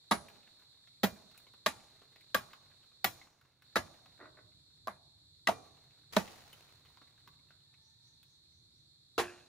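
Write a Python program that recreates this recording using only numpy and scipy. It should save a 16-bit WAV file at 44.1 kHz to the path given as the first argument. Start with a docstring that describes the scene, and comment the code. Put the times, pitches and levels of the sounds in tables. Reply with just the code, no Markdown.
"""Chopping green bamboo in a grove

Close to the stereo microphone a machete bites a fallen culm about once a second; some seconds later a second,
longer-ringing one is struck. Fibres crunch, the hollow knocks, the steel pings, and the stems scatter each blow
into a short wash. Chips tick into the litter, the wedged blade creaks, one swing swishes through leaves.
Further off, insects drone and birds call over a low rumble."""
import sys
import numpy as np
from scipy import signal
from scipy.fft import rfft, irfft, next_fast_len
from scipy.io import wavfile
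from scipy.ndimage import map_coordinates

SR = 44100
rng = np.random.default_rng(int(sys.argv[2]) if len(sys.argv) > 2 else 0)


def master(y):
    """Save y as 16-bit WAV."""
    cut = np.clip(np.atleast_2d(y).T, -1, 1)
    pcm = np.round(cut * 32767)  # scale
    wavfile.write(sys.argv[1], SR, pcm.astype(np.int16))


N = 418068

# reverberation among the stems: f/Hz, t60/s
GROVE_DECAY = [(100, 1), (300, 0.75), (900, 0.82), (2500, 0.11), (6000, 0.98), (14000, 0.38)]
# insect song: f/Hz, level/dB
INSECT_SPECTRUM = [(2800, -45), (3300, -17.5), (3700, -3.5), (4000, -4.5), (4300, -1), (4550, -10.5),
                   (4900, -18), (6300, -26.5), (7500, -18), (9000, -24.5), (15000, -35.5)]
# low rumble: f/Hz, level/dB
RUMBLE_SPECTRUM = [(20, -33.5), (45, -16), (80, -1.5), (140, 1.5), (200, -14), (320, -14.5), (600, -35.5),
                   (1200, -74.5)]
# its slow swell: t/s, level/dB
RUMBLE_SWELL = [(0, -78.5), (3, -75), (4.3, -69.5), (7.5, -73), (9.1, -73.5)]
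# soft air and rustle: f/Hz, level/dB
AIR_SPECTRUM = [(150, -1.5), (400, -1), (900, -4), (2000, -5), (3500, -11), (9000, -20.5)]
# blade contacts: t/s, bite/s, thump/dB, shudder/dB, hollow/dB, knock/dB, crack/dB, sizzle/dB, steel/dB,
# hollow/Hz, knock/Hz, upper/Hz, ping/Hz
BLOWS = [(0.1107, 0.017, -36, -50.5, -32.5, -31.5, -36, -53, -46.5, 954, 1164, 1233, 10300),
         (1.0323, 0.017, -31, -48.5, -35, -35.5, -36.5, -42.5, -67, 408.7, 844, 1444, 4000),
         (1.661, .0088, -48.5, -59.5, -37.5, -34.5, -35, -51, -63.5, 610.8, 1140, 1800, 4000),
         (2.345, 0.0068, -49.5, -55.5, -39, -32.5, -37.5, -45, -52.5, 512.8, 1600, 1166, 5200),
         (3.043, 0.0084, -47.5, -55, -39.5, -37, -35, -38.5, -56.5, 763, 1404, 1694, 10300),
         (3.7565, 0.017, -48.5, -52.5, -34, -33, -37.5, -53, -64.5, 534.3, 1338, 1700, 4000),
         (4.872, 0.0024, -63.5, -70.5, -47, -47, -58, -68, -69, 884, 1056, 1170, 10300),
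         (4.88, 0.0025, -57.5, -72.5, -49, -46, -61.5, -71.5, -70.5, 700, 1117, 1190, 10300),
         (5.472, 0.0044, -50, -68.5, -49, -33, -38, -57.5, -65.5, 800, 1936, 2765, 4000),
         (5.483, 0.013, -44.5, -55, -31.5, -38, -44.5, -58, -72, 670.5, 926, 1203, 4000),
         (6.165, 0.0062, -31, -54, -31.5, -33.5, -36.5, -53, -62.5, 640, 927, 1525, 4000),
         (9.179, 0.018, -54, -54.5, -40, -39, -41, -57, -79, 445, 1317, 2725, 2500)]
# hollow, knock, crack, splinter and sizzle ranges: low/Hz, high/Hz, left-right difference/ratio
WOOD_RANGES = [(320, 900, .3), (900, 2300, .55), (2300, 6000, .65), (6000, 11500, .85), (13000, 15600, .7)]
# snapping fibres: f/Hz, level/dB
FIBRE_SPECTRUM = [(120, -27.5), (200, 5.5), (353, -12.5), (647, -11.5), (851, -10), (1910, -10.5),
                  (2860, -20), (4200, -21.5), (5520, -25.5), (6400, -28), (8270, -30), (10300, -29.5),
                  (12200, -37), (14300, -14), (16000, -42)]
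# culm wall: f/Hz, width/Hz, level/dB
WALL_MODES = [(642, 95, -3), (953, 45, -0.5), (1164, 77, -1), (1425, 15, -0.5), (1593, 35, -4),
              (1712, 22, -1), (1934, 71, -6.5), (2400, 7.2, -4), (3360, 47, -7.5), (3720, 60, -7),
              (3910, 66, -8), (4343, 50, -4), (4370, 44, -5)]
# steel blade: f/Hz, level/dB, t60/s
BLADE_MODES = [(2420, -9, .16), (4150, -5, .065), (5200, -3, .09), (9150, -9.5, 0.23), (10170, -1.5, .26),
               (10280, -2, .26), (14300, -7, .1)]
# the louder chips and twigs: t/s, level/dB, dull share/dB, bright share/dB, f/Hz
CHIP_FALLS = [(.284, -63, -15, -7.5, 2370), (.474, -73.5, -1.5, -22, 1940), (.872, -72, -24, -17, 2160),
              (1.376, -68.5, -7, 4, 2400), (1.467, -71, -0.5, -18, 2220), (1.538, -71.5, 1, -9, 793),
              (2.018, -70, 2, -16, 1170), (2.159, -66.5, -4.5, -13, 2030), (2.209, -71.5, -20.5, -6, 2030),
              (2.532, -59, -16, -14, 1063), (3.213, -63, -23, -30, 2057), (3.449, -78, -4.5, -20, 1030),
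              (3.621, -70, -9.5, -7, 1370), (4.058, -67, -36, -15, 797), (6.276, -59.5, -25, -13, 2200),
              (6.529, -62, -14, -4.5, 3070), (6.856, -73.5, -20, -18, 2990), (6.971, -68, -28, -17, 1010),
              (7.016, -70, 2.5, -18, 1110), (7.275, -63.5, -7.5, -11.5, 1003),
              (7.505, -69, -4.5, -18, 1303), (7.74, -74, -18.5, -18, 2250),
              (8.229, -72.5, -27.5, -1.5, 3480)]
# the wedged blade slipping: t/s, hold/s, level/dB, slip rate/Hz
BLADE_SLIPS = [(4.186, 0.059, -32.5, 68), (4.357, 0.014, -37.5, 60)]
# wall around the cut: f/Hz, level/dB, t60/s
CUT_MODES = [(334, -4, 0.023), (615, 0, 0.042), (1150, -7, 0.0079), (1523, -2.5, 0.031), (1900, -6, 0.012)]
# the blade's swish through leaves, then the crackle after it: t/s, attack/s, hold/s, t60/s, level/dB
LEAF_BURSTS = [(6.122, .01, 0.043, 0.25, -46.5), (6.17, 0.024, 0.2, 2.02, -59)]
# colour of both: f/Hz, level/dB
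LEAF_SPECTRUM = [(300, 1.5), (900, 5.5), (2500, 0.5), (6000, -2), (10000, -8), (15000, -8.5)]
# one held call, like a rooster's: t/s, f/Hz
CROW_MELODY = [(7.58, 938), (7.8, 867), (8.0, 924), (8.5, 821)]
# a small bird's rising chirps: t/s, top/Hz, level/dB
BIRD_CHIRPS = [(7.785, 6950, -70), (8.0, 6950, -69.5), (8.23, 7000, -72.5), (8.475, 6900, -73),
               (8.705, 6800, -76)]
# second culm: f/Hz, level/dB, t60/s
SECOND_CULM_MODES = [(355, -4.5, 0.43), (403, 4.5, 0.12), (460, 4.5, 0.12), (792, 8, 0.1), (958, -3, 0.2),
                     (1500, -17, 0.29), (1640, -11, 0.5), (2396, -17, 0.28), (2600, -16, 0.58),
                     (2750, -16, 0.17)]


def amp(db):
    return 10 ** (np.asarray(db) / 20)


def unit(x):
    return x / np.sqrt(np.mean(x ** 2) + 1e-20)


def along(points, hz):
    """Read (f/Hz, value) points on a log axis."""
    f, v = np.transpose(points)
    return np.interp(np.log(hz + 1), np.log(f + 1), v)


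def curve(points):
    """Read (t/s, value) points at every sample."""
    return np.interp(np.arange(N) / SR, *np.transpose(points))


def wobble(rate):
    """A smooth random curve, rate knots a second."""
    return map_coordinates(rng.standard_normal(int(N * rate / SR) + 4), [np.arange(N) * rate / SR])


def filtered(x, response):
    """x through a complex frequency response."""
    n = x.shape[-1]
    m = next_fast_len(n + 8192)
    return irfft(rfft(x, m) * response(np.fft.rfftfreq(m, 1 / SR)), m)[..., :n]


def resonance(f, centre, width):
    """Causal response of one mode."""
    return 1j * f * width / (centre ** 2 - f ** 2 + 1j * f * width)


def wall(f, modes):
    """Response of a bamboo wall: modes of alternating sign."""
    return sum((-1) ** k * amp(db) * resonance(f, hz, width) for k, (hz, width, db) in enumerate(modes))


def band(x, lo, hi, order=2):
    return signal.lfilter(*signal.butter(order, [lo, hi], "band", fs=SR), x)


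def fade(t, t60):
    return np.exp(-np.log(1000) * t / t60)


def envelope(s, attack, hold, t60):
    """A linear rise from time s, a hold and an exponential release."""
    t = np.arange(N) / SR - s
    return np.clip(t / attack, 0, 1) * fade(np.clip(t - attack - hold, 0, 3 * t60), t60)


def struck(x, db):
    """Scale x so that its first 40 ms have the given rms level."""
    return amp(db) * x / np.sqrt(np.mean(x[:SR // 25] ** 2) + 1e-20)


def ring(modes, t, scatter_db):
    """Free decay of modes, each at a slightly new strength."""
    return sum(amp(db + scatter_db * rng.standard_normal()) * fade(t, t60) * np.sin(2 * np.pi * hz * t)
               for hz, db, t60 in modes)


def add(track, s, x):
    """Mix x into the track from time s."""
    i = round(s * SR)
    track[..., i:i + x.shape[-1]] += x[..., :N - i]


def spread(pair, width):
    """Left and right from a mid-side pair."""
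    return np.array([pair[0] + width * pair[1], pair[0] - width * pair[1]]) / np.hypot(1, width)


def rush(spectrum, width):
    """Stereo noise of rms 1."""
    return spread(unit(filtered(rng.standard_normal((2, N)), lambda f: amp(along(spectrum, f)))), width)


def grove(x, near_t60, near_db, width):
    """Close stems scatter a quick wash, the far ones a faint long tail."""
    hz, t, noise = signal.stft(rng.standard_normal((2, 3 * SR // 4)), SR, nperseg=256)
    decay = fade(t, along(GROVE_DECAY, hz)[:, None]) + amp(near_db) * fade(t, near_t60)
    tail = signal.istft(noise * decay * (1 - np.exp(-t / .012)), SR, nperseg=256)[1]
    return signal.fftconvolve(x[None], spread(tail, width) / np.linalg.norm(tail[0]), axes=1)


def insects(t, start_db=-64, wane_db_per_s=.3141):
    """A narrow band of song all round the microphone, slowly waning."""
    return amp(start_db - wane_db_per_s * t + .66 * wobble(25)) * rush(INSECT_SPECTRUM, width=1.5)


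def rumble():
    """A low, unevenly swelling rumble near the centre."""
    return amp(curve(RUMBLE_SWELL) + 1.5 * wobble(6)) * rush(RUMBLE_SPECTRUM, width=.17)


def leaf_stir(t60=3.1):
    """Strength of the rustle: leaves settle at the start, after each blow and as the pole is handled."""
    shakes = [amp(crack_db - 31.5) * envelope(s, attack=.048, hold=0, t60=t60)
              for s, crack_db in np.array(BLOWS)[:, [0, 6]]]
    handling = amp(-76) * envelope(6.35, attack=.15, hold=.45, t60=5.1)
    settling = amp(-79.5) * fade(np.arange(N) / SR, t60)
    return np.linalg.norm(shakes + [handling, settling], axis=0)


def rustle(stir, air_db=-85, grain_db=2.5):
    """Stirred leaves add a grainy hiss to the still air."""
    grain = unit(amp(grain_db * wobble(140)))
    return np.hypot(amp(air_db), stir * grain) * rush(AIR_SPECTRUM, width=.27)


def ambience(stir, duck_s=3.24, duck_length_s=.412):
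    """The background; the recorder briefly turns it down, most in the insects' high band."""
    t = np.arange(N) / SR
    duck_db = -11.5 * np.clip(np.minimum(t - duck_s, duck_s + duck_length_s - t) / .046, 0, 1)
    bed = amp(duck_db) * insects(t) + amp(.38 * duck_db) * (rumble() + rustle(stir))
    return bed * amp([[-1.3], [1.3]])  # louder on the right


def fibre_snaps(t, bite):
    """Fibres snap in a dense run while the edge sinks in, heard through the culm wall."""
    force = (1 - np.exp(-t / .0004)) / (1 + (t / bite) ** 6) + amp(-16) * fade(t, .09)
    run = force * rng.standard_normal(len(t)) * amp(.81 * rng.standard_normal(len(t)))
    return filtered(run, lambda f: amp(along(FIBRE_SPECTRUM, f)) * (.6 + amp(-1.5) * wall(f, WALL_MODES)))


def voiced(x, levels):
    """Split x into the wood's five ranges, each at its level for this blow."""
    return np.array([struck(band(x, lo, hi, order=3), db) for (lo, hi, _), db in zip(WOOD_RANGES, levels)])


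def wall_knock(t, hz, bite, t60):
    """A wall mode builds up during the bite and is quickly damped by the wet wood."""
    drift = np.cumsum(rng.standard_normal(len(t))) * .032
    return (1 - np.exp(-2 * t / bite)) * fade(t, t60) * np.sin(2 * np.pi * hz * t + drift)


def blade_ping(t, ping_hz, octaves=.43):
    """The spot struck on the edge favours the steel's modes near ping_hz."""
    modes = [(hz, db - 6 * (np.log2(hz / ping_hz) / octaves) ** 2, t60) for hz, db, t60 in BLADE_MODES]
    return ring(modes, t, scatter_db=2.5)


def pole_shudder(t):
    """The pole shakes on the ground."""
    ground = band(band(rng.standard_normal(len(t)), 63, 175), 40, 320)
    return ground * (1 - np.exp(-t / .0042)) * fade(t, t60=.4)


def chamber_thump(t, rest_hz=182.5, swell_s=.0052):
    """Air in the culm swells and dies within a few cycles, sagging in pitch as the blade stops."""
    phase = 2 * np.pi * np.cumsum(rest_hz * (1 + .5 * np.exp(-t / .0105))) / SR
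    overtone = amp(-5) * fade(t, .09) * np.sin(2 * phase)
    return (t / swell_s) ** 2 * np.exp(-t / swell_s) * (np.sin(phase) + overtone)


def chops(crack_hz=3800, splinter_db=-9.5):
    """Each blow, close up: fibres, wall, blade, pole and chamber, then the wash from the stems."""
    out, t = np.zeros((2, N)), np.arange(SR // 3) / SR
    widths, early = np.array(WOOD_RANGES)[:, 2], t[:SR // 8]
    for (s, bite, thump_db, shudder_db, hollow_db, knock_db, crack_db, sizzle_db, steel_db,
         hollow_hz, knock_hz, upper_hz, ping_hz) in BLOWS:
        levels = [hollow_db, knock_db, crack_db, crack_db + splinter_db, sizzle_db]
        # the spot struck decides which wall modes speak
        spot = lambda f: (1 + resonance(f, hollow_hz, 130) + amp(.5) * resonance(f, knock_hz, 220)
                          + amp(2.5) * resonance(f, upper_hz, 270)
                          + amp(9.5) * resonance(f, crack_hz, 550))
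        crunch = voiced(filtered(fibre_snaps(t, bite), spot), levels).sum(axis=0)
        knocks = struck(wall_knock(t, hollow_hz, bite, t60=.048), hollow_db - 4.5)
        knocks += struck(wall_knock(t, knock_hz, bite, t60=.031), knock_db - 3)
        knocks += struck(wall_knock(t, upper_hz, bite, t60=.046), knock_db - 8.5)
        ping = struck(blade_ping(t, ping_hz), steel_db)
        shudder = struck(pole_shudder(t), shudder_db)
        thump = struck(chamber_thump(t), thump_db)
        mid = crunch + knocks + ping + thump + shudder
        # the nearest stems reflect differently to each side, most of all in the treble
        side = widths @ voiced(fibre_snaps(t, bite), levels)
        add(out, s, np.array([mid + side, mid - side]))
        # thin stems throw back little of the hollow note; each direction gets its own crack
        body = (amp(-7.5) * thump + amp(-11.5) * knocks)[:len(early)]
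        wash_db = -1.5 if s == BLOWS[-1][0] else -9.5  # more from the second culm
        for direction in range(2):
            crack = amp([-1, -1.5, -.7, 4.5, 1.5]) @ voiced(fibre_snaps(early, bite), levels)
            add(out, s, amp(wash_db) * grove(crack + body, near_t60=.1, near_db=24.5, width=.7))
    return out


def tick(db, dull_db, bright_db, hz):
    """A dry tap: one short resonance, a dull knock and a bright edge."""
    t = np.arange(SR // 16) / SR
    touch = rng.standard_normal(len(t)) * fade(t, .042) * (1 - np.exp(-t / .0004))
    body = filtered(band(touch, 700, 4200), lambda f: .35 + resonance(f, hz, 300))
    dull = struck(band(touch, 190, 1200), db + dull_db)
    edge = struck(band(touch, 6100, 16000), db + bright_db)
    return struck(body, db) + dull + edge


def chips(stir, strays_per_s=10):
    """Chips and twigs land in the litter; faint stray ticks are louder while the leaves are astir."""
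    out = np.zeros(N)
    for s, *tap in CHIP_FALLS:
        add(out, s, tick(*tap))
    count = int(strays_per_s * N / SR)
    stir_db = 20 * np.log10(stir / stir.mean() + 1e-3)
    for i, (size, colour, pitch) in zip(rng.integers(N, size=count), rng.standard_normal((count, 3))):
        db = -78 + 1.5 * size + .85 * stir_db[i]
        stray = tick(db, dull_db=-11 - 4 * colour, bright_db=-14 + 4 * colour, hz=1720 * np.exp(.35 * pitch))
        add(out, i / SR, stray)
    return out


def blade_creak():
    """Levered out, the wedged blade sticks and slips unevenly; every slip rings the wall."""
    slips = np.zeros(N)
    pace = np.cumsum(1 + .22 * wobble(60)) / SR
    for s, hold, db, rate in BLADE_SLIPS:
        pulses = np.diff(np.floor(rate * pace), prepend=0)
        slips += pulses * amp(db) * envelope(s, attack=.011, hold=hold, t60=.11)
    slip_decay = fade(np.arange(SR // 30) / SR, t60=.052)
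    rub = signal.fftconvolve(slips * amp(1.2 * wobble(70)), slip_decay)[:N] * rng.standard_normal(N)
    modes = [(hz, np.log(1000) / np.pi / t60, db) for hz, db, t60 in CUT_MODES]
    return band(filtered(rub, lambda f: wall(f, modes)), 190, 2300, order=4)


def swish_and_crackle():
    """The blade swishes through leaves just before one blow, then leaves and fibres crackle."""
    bursts = sum(amp(db) * envelope(s, attack, hold, t60) for s, attack, hold, t60, db in LEAF_BURSTS)
    return bursts * unit(rush(LEAF_SPECTRUM, width=.85) * amp(2.7 * wobble(350) + 1.1 * wobble(24)))


def far_birds():
    """Rising chirps and one held crow reach the microphone only as scatter from the stems."""
    song, t = np.zeros(N), np.arange(SR // 10) / SR
    for s, top_hz, db in BIRD_CHIRPS:
        hz = top_hz * (1 - .26 * np.exp(-t / .061) - .04 * np.sin(np.pi * 110 * t) ** 2)
        phase = np.cumsum(2 * np.pi * hz / SR + .22 * rng.standard_normal(len(t)))
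        add(song, s, amp(db) * np.hanning(len(t)) ** .5 * np.sin(phase))
    phase = 2 * np.pi * np.cumsum(curve(CROW_MELODY) * (1 + .02 * wobble(60))) / SR
    crow = np.sin(phase) + amp(-1.5) * np.sin(2 * phase)
    song += amp(-85.5) * envelope(CROW_MELODY[0][0], attack=.059, hold=.5, t60=1.5) * crow
    return grove(song, near_t60=.25, near_db=12, width=.7)[:, :N]


def second_culm():
    """A free-hanging culm rings on after the last blow; the stems smear its upper modes."""
    out, t = np.zeros((2, N)), np.arange(SR // 2) / SR
    note = struck(ring(SECOND_CULM_MODES, t, scatter_db=1) * (1 - np.exp(-t / .004)), db=-33.5)
    blur = unit(band(rng.standard_normal(len(t)), 5, 130, order=1))
    upper = band(band(note, 570, 4600) * blur, 460, 5340)
    add(out, BLOWS[-1][0], band(note, 236, 706) + amp(2) * upper)
    return out


def off_centre(f, lead_s=4.5e-5):
    """The work is a little off axis: the left side hears it first, the right has more bass."""
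    tilt = amp(along([(200, -2.8), (700, -.14), (2000, -.4), (5000, .3)], f))
    left = tilt * np.exp(1j * np.pi * f * lead_s / (1 + (f / 5000) ** 2))
    return np.array([left, 1 / left])


def scene():
    """The work in the foreground, with leaves, birds and insects behind."""
    stir = leaf_stir()
    small = chips(stir) + blade_creak()
    work = chops() + second_culm() + small
    work += amp(-4) * grove(small, near_t60=.05, near_db=18.5, width=.94)[:, :N]
    return filtered(work, off_centre) + swish_and_crackle() + far_birds() + ambience(stir)


def record(dry, ceiling=.22, top_hz=15700):
    """The microphone ports notch the treble twice; peaks are rounded off and the very top is cut."""
    ports = lambda f: amp(-7 * np.exp(-((f - 8400) / 450) ** 2) - 15 * np.exp(-((f - 12300) / 500) ** 2))
    notched = filtered(dry, ports)
    rounded = notched / (1 + np.abs(notched / ceiling) ** 6) ** (1 / 6)
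    return filtered(rounded, lambda f: 1 / (1 + (f / top_hz) ** 160))


dry = scene()
out = record(dry)
master(out)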